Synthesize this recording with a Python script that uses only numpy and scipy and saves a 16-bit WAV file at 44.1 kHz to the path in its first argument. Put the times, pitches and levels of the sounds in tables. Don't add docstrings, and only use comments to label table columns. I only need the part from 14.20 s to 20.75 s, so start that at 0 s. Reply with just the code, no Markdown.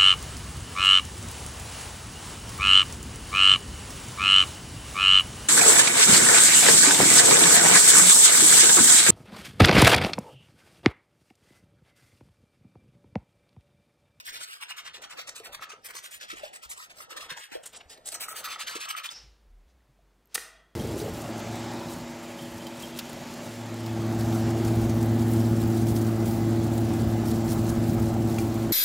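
import sys
import numpy as np
from scipy import signal
from scipy.fft import rfft, irfft
from scipy.io import wavfile
from scipy.ndimage import uniform_filter1d

SR = 44100
rng = np.random.default_rng(int(sys.argv[2]) if len(sys.argv) > 2 else 0)


def digitize_waveform(pressure):
    field = np.atleast_2d(pressure).T
    bounded = np.clip(field, -1, 1)
    quanta = np.round(bounded * 32767).astype(np.int16)
    wavfile.write(sys.argv[1], SR, quanta)


def elevation(decibels):
    levels = np.asarray(decibels, float)
    return 10 ** (levels / 20)


N = 288943
TIME = np.arange(N) / SR
HZ = np.arange(N // 2 + 1) * SR / N + 1e-3
CUT_S = 4.945


def colour(x, gain):
    return irfft(rfft(x) * gain, N)


def noise(gain):
    x = colour(rng.standard_normal(N), gain)
    return x / np.std(x)


def hump(hz, width_hz):
    return 1 / np.sqrt(1 + (2 * (HZ - hz) / width_hz) ** 4)


def log_curve(table, hz):
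    table_hz, value = np.transpose(table)
    return np.interp(np.log(hz), np.log(table_hz), value)


def walk(rate):
    hold = int(SR / rate)
    levels = np.repeat(rng.standard_normal(N // hold + 1), hold)
    return 1.5 * uniform_filter1d(levels, hold)[:N]


def add(out, s, db, hz, t60, soft=0.00035):
    t = np.arange(int(t60 * SR)) / SR
    decay = np.exp(-np.log(1000) * t / t60)
    ring = (1 - np.exp(-t / soft)) * decay * np.sin(2 * np.pi * hz * t)
    start = int(s * SR)
    out[start:start + len(t)] += elevation(db) * ring / np.abs(ring).max()


def burst(start, length, rise=2.55, fall=2.56):
    u = 2 * (TIME - start) / length - 1
    return 2. ** -np.minimum(np.abs(u) ** np.where(u < 0, rise, fall), 40)


# f/Hz, t60/s
ROOM_DECAY = [(200, 0.14), (1000, 0.68), (3000, 0.46), (6000, 0.36), (12000, 0.23)]


def room(x, speed, wet_db):
    tail = 0
    for hz in 250 * 2. ** np.arange(0, 6.1, .5):
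        t60 = log_curve(ROOM_DECAY, hz) / speed
        decay = np.exp(-np.log(1000) * TIME / t60)
        tail = tail + noise(hump(hz, hz / 3)) * np.sqrt(hz / t60) * decay
    tail = tail * (1 - np.exp(-TIME / 0.024))
    return x + elevation(wet_db) * colour(x, rfft(tail) / np.sqrt(np.sum(tail ** 2)))


# f/Hz, level/dB per Hz
AIR_COLOUR = [(70, -10.5), (93, -20.5), (134, -15.5), (400, -18.5), (684, -22), (1070, -25), (1250, -26),
              (16000, -44.5)]
# t/s, length/s, level/dB
HUM_SWELLS = [
    (5.026, 0.11, -54.5),
    (5.264, 0.16, -53.5),
    (5.5, 0.15, -66),
    (5.757, 0.2, -69.5),
    (6.143, .07, -69),
    (6.31, 0.12, -70.5),
]
# f/Hz, width/Hz, level/dB, t60/s
RING_OUT = [(5330, 760, -47, 0.3), (1290, 3100, -61.5, 0.45), (3500, 4600, -53.5, 0.56),
            (9400, 5400, -95, .35)]
# t/s, level/dB, f/Hz, t60/s
STIRS = [(3.609, -38.5, 2830, 0.013), (4.89, -27, 3500, 0.021), (2.459, -53.5, 67.5, 0.18),
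         (3.118, -47.5, 155, 0.073), (3.657, -53, 70.4, 0.18), (5.04, -54, 126, 0.083),
         (5.605, -66, 1900, .02), (5.69, -59, 133, 0.21), (5.79, -59, 680, 0.044),
         (6.057, -53, 13200, 0.002), (6.057, -61, 7000, .0015), (6.074, -54, 12500, .002)]
# t/s, length/s, level/dB
RUSTLES = [
    (4.92, 0.02, -53.5),
    (6.135, 0.11, -54.5),
    (5.48, 0.042, -73.5),
]
AIR_DB, HUM_DB = -70, -72.5


def quiet_room():
    out = elevation(AIR_DB) * noise(elevation(log_curve(AIR_COLOUR, HZ)) * (HZ > 70))

    hum = np.sqrt(2) * np.sin(2 * np.pi * 50 * TIME + 2.4 * walk(5.4))
    hum += 0.23 * noise(hump(58, 40))
    swell = sum(elevation(db) * burst(s, length, rise=2.0, fall=2.1) for s, length, db in HUM_SWELLS)
    out += (elevation(HUM_DB) + swell) * hum * np.clip((TIME - 4.9) / .05, 0, 1)

    since = TIME - 4.925
    for hz, width_hz, db, t60 in RING_OUT:
        decay = elevation(db - 60 * np.clip(since - .05, 0, None) / t60)
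        out += decay * np.clip(since / 0.017, 0, 1) * noise(hump(hz, width_hz))

    for s, db, hz, t60 in STIRS:
        add(out, s, db, hz, t60)
    cloth = noise(hump(3000, 7000))
    return out + sum(elevation(db) * burst(s, length) for s, length, db in RUSTLES) * cloth


# t/s, level/dB, f/Hz
THUDS = [(.503, -45, 740), (.985, -41.5, 490), (1.201, -45, 453), (1.532, -49, 423), (1.747, -51, 495),
         (2.035, -49.5, 580), (2.13, -40.5, 331), (2.233, -34, 598), (2.917, -47, 498), (3.111, -49, 498),
         (3.317, -43, 290), (3.352, -30, 487), (3.925, -49.5, 620), (4.024, -49, 730), (4.107, -50.5, 620),
         (4.357, -44.5, 897), (4.555, -37, 330)]
# t/s, level/dB
TICKS = [(0.655, -55), (0.986, -38), (1.394, -38), (1.423, -30), (1.504, -37), (2.101, -29.5), (2.601, -33),
         (2.805, -34.5), (2.907, -39), (2.974, -40), (3.1, -45), (3.952, -36.5), (4.084, -29),
         (4.128, -33.5), (4.243, -35), (4.275, -27), (4.36, -31), (4.525, -46), (4.557, -66.5),
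         (4.75, -27.5), (4.8, -37)]
# t/s, length/s, shuffle level/dB, rumble level/dB
SHIFTS = [
    (-.05, 0.21, -87, -72),
    (0.83, 0.18, -59, -83),
    (1.293, 0.13, -62, -66.5),
    (2.028, 0.24, -54, -68),
    (3.303, 0.097, -47, -63),
    (2.878, 0.21, -57.5, -72),
    (3.503, 0.48, -79, -79),
    (3.75, 0.78, -57.5, -87),
]
PUMP_DB, PUMP_HZ = -58.5, 620
SHUFFLE_DB, RUMBLE_DB = -62, -78.5


def handling():
    out = np.zeros(N)
    strokes = FIRST_ROUND[1:] + SECOND_ROUND + CLOSE_ROUND
    pump = []
    for stroke in strokes:
        a, b = rng.standard_normal(2)
        pump.append((stroke[0] + 0.00498, PUMP_DB + a, PUMP_HZ * (1 + 0.151 * b)))

    for s, db, hz in THUDS + pump:
        add(out, s, db + 1.5, hz, .028, soft=.007)
        for ratio, late in zip(rng.uniform(.65, 1.6, 3), (.002, .005, .009)):
            add(out, s + late, db - 5, ratio * hz, .024, soft=.003)
    for s, db in TICKS:
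        add(out, s, db, 1280, .025, soft=0.00056)
        add(out, s, db - 9, 1950, .02)

    bed = elevation(SHUFFLE_DB) + sum(elevation(db) * burst(s, length) for s, length, db, _ in SHIFTS)
    rumble = elevation(RUMBLE_DB) + sum(elevation(db) * burst(s, length) for s, length, _, db in SHIFTS)
    bed = bed * elevation(3.4 * walk(40) - 5.0) * noise(hump(624, 442))
    rumble = rumble * elevation(1.2 * walk(15)) * noise(hump(50, 150))
    return out + (bed + rumble) * (TIME < CUT_S)


# t/s, level/dB
LATCH = [(6.144, -26.5), (6.146, -20.5), (6.1484, -19), (6.1504, -20.5), (6.152, -18), (6.153, -22),
         (6.1554, -17), (6.157, -19), (6.1586, -21.5), (6.163, -31.5), (6.179, -25.5), (6.181, -34)]
# f/Hz, level/dB, t60/s
LATCH_BRIGHT = [(9380, 2.5, 0.0093), (13500, 1.5, 0.0054), (5130, -5, 0.0085), (6540, -5.5, .006),
                (10740, 0, 0.0055), (3040, -13, .007)]
# f/Hz, level/dB, t60/s
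LATCH_BODY = [(1900, 5, .014), (1550, 2, .012), (2300, -4, .008), (480, -6, .022), (900, -6, .015),
              (340, -15, .03)]
# f/Hz, level/dB, t60/s
STAND_MODES = [(646, -55, 0.97), (1920, -48.5, 0.53), (3300, -61.5, 1.04)]
LATCH_SEATS_S, LATCH_DULLS_S = 6.1545, 0.006
STAND_BLUR = .06


def latch():
    out = np.zeros(N)
    crack = noise(hump(5100, 9500) * HZ / (HZ + 1500))
    for s, db in LATCH:
        bright = 0.93 * np.exp(-max(s - LATCH_SEATS_S, 0) / LATCH_DULLS_S)
        for modes, share in ((LATCH_BRIGHT, bright), (LATCH_BODY, 1 - bright)):
            hit_db = db - 9.5 + 2.5 * (1 - bright) + 20 * np.log10(np.clip(share, .01, 1))
            for hz, mode_db, t60 in modes:
                a, b = rng.standard_normal(2)
                add(out, s, hit_db + mode_db + 1.5 * a, hz * (1 + .04 * b), t60, soft=.0001)
        out += elevation(db - 9.0) * bright * crack * np.exp(-np.abs(TIME - s) / 0.0022) * (TIME >= s)

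    since = TIME - LATCH[-1][0]
    stand = 0
    for hz, db, t60 in STAND_MODES:
        stand = stand + elevation(db - 60 * np.abs(since) / t60) * noise(hump(hz, STAND_BLUR * hz))
    rattle = room(colour(out, 1 / (1 + (220 / HZ) ** 4)), 0.85, -10.5)
    return rattle + stand * np.clip(since / 0.21, 0, 1)


# t/s, length/s, splash level/dB, nozzle hiss over splash/dB, thin sizzle over splash/dB
FIRST_ROUND = [(-0.02, 0.03, -45, -3, -2.0), (0.056, 0.046, -41.5, -3, 0), (0.13, 0.049, -42, -3.5, -1),
               (0.201, 0.052, -43.0, -1.5, -2.5), (0.278, 0.089, -45, -3, -6),
               (0.41, 0.03, -39.5, -6.5, -5), (0.488, 0.032, -39, -6.5, -6.5),
               (0.568, 0.039, -41.5, -8.5, -7), (0.648, 0.044, -42.5, -8.5, -8.5),
               (0.737, 0.041, -44.5, -5, -6), (0.821, 0.035, -44.5, -4.5, -4), (0.9, 0.036, -44, -6, -5.5),
               (0.976, 0.043, -39.5, -10, -6), (1.073, 0.027, -44.5, -0.5, 1.5),
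               (1.155, 0.043, -45, -1.5, -2.5), (1.242, 0.035, -44.0, -5.5, -6),
               (1.327, 0.031, -42.5, -3, -7), (1.415, 0.032, -42.5, -1.5, -4),
               (1.497, 0.037, -48, -0.5, -2)]
# t/s, length/s, splash level/dB, hiss over splash/dB, sizzle over splash/dB
SECOND_ROUND = [(1.644, 0.033, -49, 5.5, 1), (1.688, 0.029, -48.0, -2.0, -2.5),
                (1.747, 0.047, -46, -1.5, 1.5), (1.832, 0.044, -47.5, 1, -1), (1.91, 0.057, -48.0, 4, -2.5),
                (2.008, 0.042, -46, -5.5, 1), (2.089, 0.047, -44, -7, -3.0),
                (2.163, 0.042, -48.5, -3, -4.5), (2.227, 0.057, -46.0, -6.5, -7),
                (2.333, 0.037, -48.5, 5, -3), (2.424, 0.035, -47, -1, -4), (2.498, 0.038, -47, 8, -2),
                (2.571, 0.078, -50, 0, -2.5), (2.698, 0.028, -53.5, -2.5, -3),
                (2.768, 0.077, -51.0, -1, -1.5), (2.903, 0.031, -44, -3, -0.5),
                (2.966, 0.02, -38.0, -7.5, -1), (2.99, 0.075, -47.5, -5, -1.5), (3.099, 0.034, -39, -7, -4),
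                (3.167, 0.019, -44, -10, -8), (3.19, 0.064, -47.5, -2.5, -3.5)]
# t/s, length/s, splash level/dB, hiss over splash/dB, sizzle over splash/dB
CLOSE_ROUND = [(3.319, 0.048, -46.5, -6.5, -4.5), (3.432, 0.032, -55.5, 4.5, -5),
               (3.456, 0.023, -55.5, 14.5, 1), (3.53, 0.033, -51.0, -0.5, -5), (3.56, 0.016, -53, 11.5, 2),
               (3.604, 0.016, -50, -19.0, -11), (3.698, 0.045, -54.5, 6.5, 4.5),
               (3.772, 0.011, -58.5, -14, -10), (3.86, 0.042, -53.5, 17, 7), (3.919, 0.019, -47, 11, 4.5),
               (3.941, 0.021, -47.5, 11, 7), (4.006, 0.041, -42.0, 7.0, 2), (4.085, 0.044, -49, 10, 1),
               (4.157, 0.049, -44, 4.5, -1.5), (4.241, 0.03, -39.0, -6.5, 0),
               (4.288, 0.065, -40.0, -5, -1.5), (4.394, 0.039, -37.5, -3.5, -3.5),
               (4.469, 0.025, -37.5, -3, -2), (4.49, 0.047, -41, -2, -3.0), (4.547, 0.029, -37, -4.5, -4.5),
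               (4.602, 0.053, -37.5, -3.5, -4.5), (4.687, 0.035, -36.0, -4.0, -7),
               (4.766, 0.033, -36, -6.5, -7), (4.839, 0.029, -35.5, -7, -5), (4.907, 0.057, -44.5, -6, 1)]
# t/s, casing ring over splash/dB, fine mist over splash/dB
AIM = [(0, -2.5, -7), (0.25, -5.5, -10.5), (0.5, -3.5, -16), (0.8, -5.5, -8), (1.1, -4.0, -14),
       (1.4, -1.0, -11.5), (1.65, 2, -8), (1.9, -3.5, -9.0), (2.15, -2.0, -10), (2.45, -2, -8.5),
       (2.8, 0, -11), (3.1, -2, -18), (3.35, -1.5, -14), (3.55, -3.5, -10), (3.85, -4, -10),
       (4.1, -1.5, -1.5), (4.35, -5, -10), (4.9, -5.5, -12)]
# low f/Hz, high f/Hz
PARTS = [
    (2200, 3800),
    (980, 2200),
    (6200, 10000),
    (10000, 16500),
    (3800, 6200),
]
# f/Hz, width/Hz, level/dB
SPRAY_PEAKS = [(1230, 280, 1.7), (2820, 2540, 2.44), (8490, 1930, 5.3), (13600, 2700, 5)]
# t/s, length/s, level/dB, f/Hz
SINGING = [(0.796, 0.21, -57, 1390), (1.146, 0.074, -53.5, 1200), (1.377, 0.19, -56, 1320),
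           (2.567, 0.091, -55.5, 1125), (2.928, 0.24, -55.5, 1100), (4.062, .15, -56, 1330),
           (4.23, 0.22, -51.5, 1190), (4.5, 0.44, -49.5, 1224), (.06, .04, -46, 2000),
           (.14, .04, -46, 2100), (.5, .025, -46, 2700), (.58, .03, -47, 2600), (.99, .03, -47, 4500),
           (1.42, .03, -45, 1800), (1.646, .02, -46, 13500), (2.498, .012, -41, 8000),
           (2.968, .018, -43, 3700), (2.968, .018, -47, 1800), (3.1, .03, -45, 1700),
           (3.458, .018, -46, 8400), (3.558, .018, -48, 8600), (4.912, .012, -46, 5000)]
SINGING_WIDTH = .2
MIST_PER_HISS = 0.34
SPURT, SPURT_S = 0.24, 0.0088


def spray():
    flow = np.ones(N) * elevation(np.array([[-76], [-72], [-78], [-84], [-76]])) ** 2
    aim_s, ring_db, mist_db = np.transpose(AIM)
    for start, length, db, hiss_db, sizzle_db in FIRST_ROUND + SECOND_ROUND + CLOSE_ROUND:
        ring_over = np.interp(start, aim_s, ring_db)
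        mist_over = np.interp(start, aim_s, mist_db) + MIST_PER_HISS * (hiss_db + 11.5)
        over_db = np.array([-2, ring_over, hiss_db, mist_over, sizzle_db])
        body = burst(start, length)
        spurt = SPURT * np.exp(-np.abs(TIME - start - .005) / SPURT_S)
        spit = burst(start, length, rise=4.5) * (0.74 + spurt)
        pressure = np.array([body, body, spit, spit, body])
        flow += (elevation(db - 0.5 + over_db)[:, None] * pressure) ** 2

    shape = elevation(sum(db * hump(hz, width_hz) ** 2 for hz, width_hz, db in SPRAY_PEAKS))
    drops = 1.7 * walk(200)
    out = 0
    for power, (lo, hi) in zip(flow, PARTS):
        band = 1 / np.sqrt((1 + (lo / HZ) ** 12) * (1 + (HZ / hi) ** 12))
        hiss = rfft(noise(shape * band))
        place = np.clip(4 * np.log(HZ / lo) / np.log(hi / lo), 0, 4)
        wander = 0
        for k in range(5):
            piece = irfft(hiss * np.clip(1 - np.abs(place - k), 0, 1), N)
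            wander = wander + elevation(1.6 * walk(25) + 1.8 * walk(70)) * piece
        out = out + np.sqrt(power) * elevation(drops) * wander

    flicker = elevation(3.9 * walk(45))
    singing = 0
    for s, length, db, hz in SINGING:
        ring = noise(hump(hz, SINGING_WIDTH * hz))
        singing = singing + elevation(db) * burst(s, length, rise=4.6, fall=4) * ring
    return out + flicker * singing


def scene():
    fast = room(spray() + handling(), 2.96, -12) * np.clip((CUT_S - TIME) / 0.03, 0, 1)
    mono = fast + quiet_room() + latch()
    return np.array([mono, mono])


def held(table, t):
    s, value = np.transpose(table)
    return value[np.searchsorted(s, t, side="right") - 1]


def roll_off(x):
    return signal.sosfilt(signal.butter(12, 16470, fs=SR, output="sos"), x)


# from t/s, phase/rad
SLIP_BASS = [(0, 2.7), (.07, 0), (.23, 2.5), (.63, -.6), (.84, -2.5), (1.05, .6), (1.8, -2.2), (2.17, -1.6),
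             (2.3, -2.2), (2.45, -1), (2.51, -2.2), (2.66, -.7), (2.87, -2.2), (3.02, 0), (3.21, 2.65),
             (3.43, -.4), (4.62, -2.1), (4.9, -.3)]
# from t/s, phase/rad
SLIP_RING = [(0, 2.7), (.36, -1.3), (.5, -.85), (.86, .6), (1.55, -2.2), (2.7, -1.5), (2.89, -.6),
             (3.1, 2.6), (3.25, -2), (3.43, 0), (3.57, -.8), (3.74, 2.1), (3.91, -.7), (4.42, -2.1),
             (4.76, -1.6)]
# from t/s, phase/rad
SLIP_UPPER = [(0, -2.9), (.07, -.9), (.28, 2.5), (.49, -1.3), (.84, -.8), (.98, 1.7), (1.26, -1.5),
              (2.03, -2.4), (2.26, 2.4), (2.66, 2.1), (3.08, .45), (3.43, -.4), (3.6, -1), (3.92, .2),
              (4.13, -.55), (4.5, -1), (4.76, 0)]
# from t/s, phase/rad
SLIP_TOP = [(0, 1.8), (.4, -.4), (.54, 1.4), (.63, 2.95), (.95, 1.6), (1.14, 0), (1.3, 1.5), (1.46, 2.95),
            (1.62, .5), (1.74, 0), (1.8, .8), (1.89, -.5), (1.99, -2.3), (2.56, 1.9), (2.63, 0),
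            (2.68, 2.4), (2.75, 0), (2.85, 2.9), (2.89, 1.2), (2.96, .3), (3.16, 1.4), (3.3, -.2),
            (3.535, 3.1), (3.635, 1.9), (3.78, -1.5), (3.92, -.8), (4.06, 0), (4.29, 2.2), (4.68, .7)]
# t/s, f/Hz, half length/s, half width/Hz
OPPOSED = [(.32, 5800, .09, 400), (.56, 5900, .08, 350), (.77, 5750, .07, 350), (1.27, 5000, .05, 400),
           (1.35, 5400, .06, 600), (2.6, 2150, .08, 150), (2.5, 1560, .15, 230), (2.45, 1750, .06, 200),
           (2.82, 6700, .05, 450), (3.36, 3600, .07, 300), (3.37, 4700, .06, 300), (.15, 1050, .2, 350),
           (4.03, 4600, .1, 600), (4.11, 4400, .03, 1100), (4.14, 5100, .05, 400), (4.04, 3400, .08, 300),
           (4.18, 7400, .05, 350), (4.72, 7000, .1, 300)]
# t/s, f/Hz, half length/s, half width/Hz
AGREED = [(.1, 5400, .1, 400), (1.1, 7500, .12, 400), (1.35, 2500, .2, 200), (1.72, 4500, .08, 600),
          (1.88, 6200, .06, 900), (2.3, 4400, .05, 500), (2.58, 7600, .07, 600), (3.48, 2200, .06, 1800),
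          (3.57, 5400, .13, 600), (4.6, 4000, .13, 450), (4.86, 1550, .1, 300)]
PATCH_COUNT, PATCH_S, PATCH_HZ = 110, .3, 450
NARROWEST, WIDEST = .8, 2.35
RESTART_S, DRIFT_S = 3.43, .7


def record(dry):
    hz, t, spec = signal.stft(dry, SR, nperseg=1024)
    grain = uniform_filter1d(rng.standard_normal((2, len(hz), len(t))), size=5, axis=1)
    grain = uniform_filter1d(grain, size=4, axis=2)
    ragged = hz[:, None] + 700 * grain[0]

    least, most = (0, 800, NARROWEST, -1), (CUT_S, 7600, WIDEST, 1)
    s, centre_hz, width, side = rng.uniform(least, most, (PATCH_COUNT, 4)).T
    low = ragged[:200]
    away = ((t[:, None] - s) / PATCH_S) ** 2 + ((low[..., None] - centre_hz) / PATCH_HZ) ** 2
    nearest = away.argmin(axis=2)
    apart = (t - RESTART_S) / DRIFT_S * (low / 2500 + .5)
    drift = np.where(t < RESTART_S, 1, apart.clip(0, .8))
    slip = np.zeros_like(ragged)
    slip[:200] = (width * np.sign(side))[nearest] * drift

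    frayed = hz[:, None] + 300 * grain[0]
    for patches, radians in ((OPPOSED, np.pi), (AGREED, 0)):
        for s, centre_hz, half_s, half_hz in patches:
            inside = ((t - s) / half_s) ** 2 + ((frayed - centre_hz) / half_hz) ** 2 < 1
            slip[inside] = radians

    slip = np.where((ragged < 2200) & (slip != np.pi), held(SLIP_UPPER, t), slip)
    slip = np.where((ragged < 1400) & (slip != np.pi), held(SLIP_RING, t), slip)
    slip = np.where(ragged < 900, held(SLIP_BASS, t), slip)
    slip = np.where(ragged + 1500 * grain[1] > 8300, held(SLIP_TOP, t), slip)
    slip = slip + 2.5 * grain[1] * np.sin(slip)
    slip = slip * (t < CUT_S)

    top = 1 / (1 + (hz[:, None] / 15800) ** 200)
    turned = spec * top * np.exp(.5j * np.array([slip, -slip]))
    wet = signal.istft(turned, SR, nperseg=1024)[1][:, :N]
    hiss = elevation(-93.5) * noise(hump(11000, 8000) * (HZ < 15800))
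    return roll_off(wet + np.array([hiss, -hiss]))


dry = scene()
out = record(dry)
digitize_waveform(out)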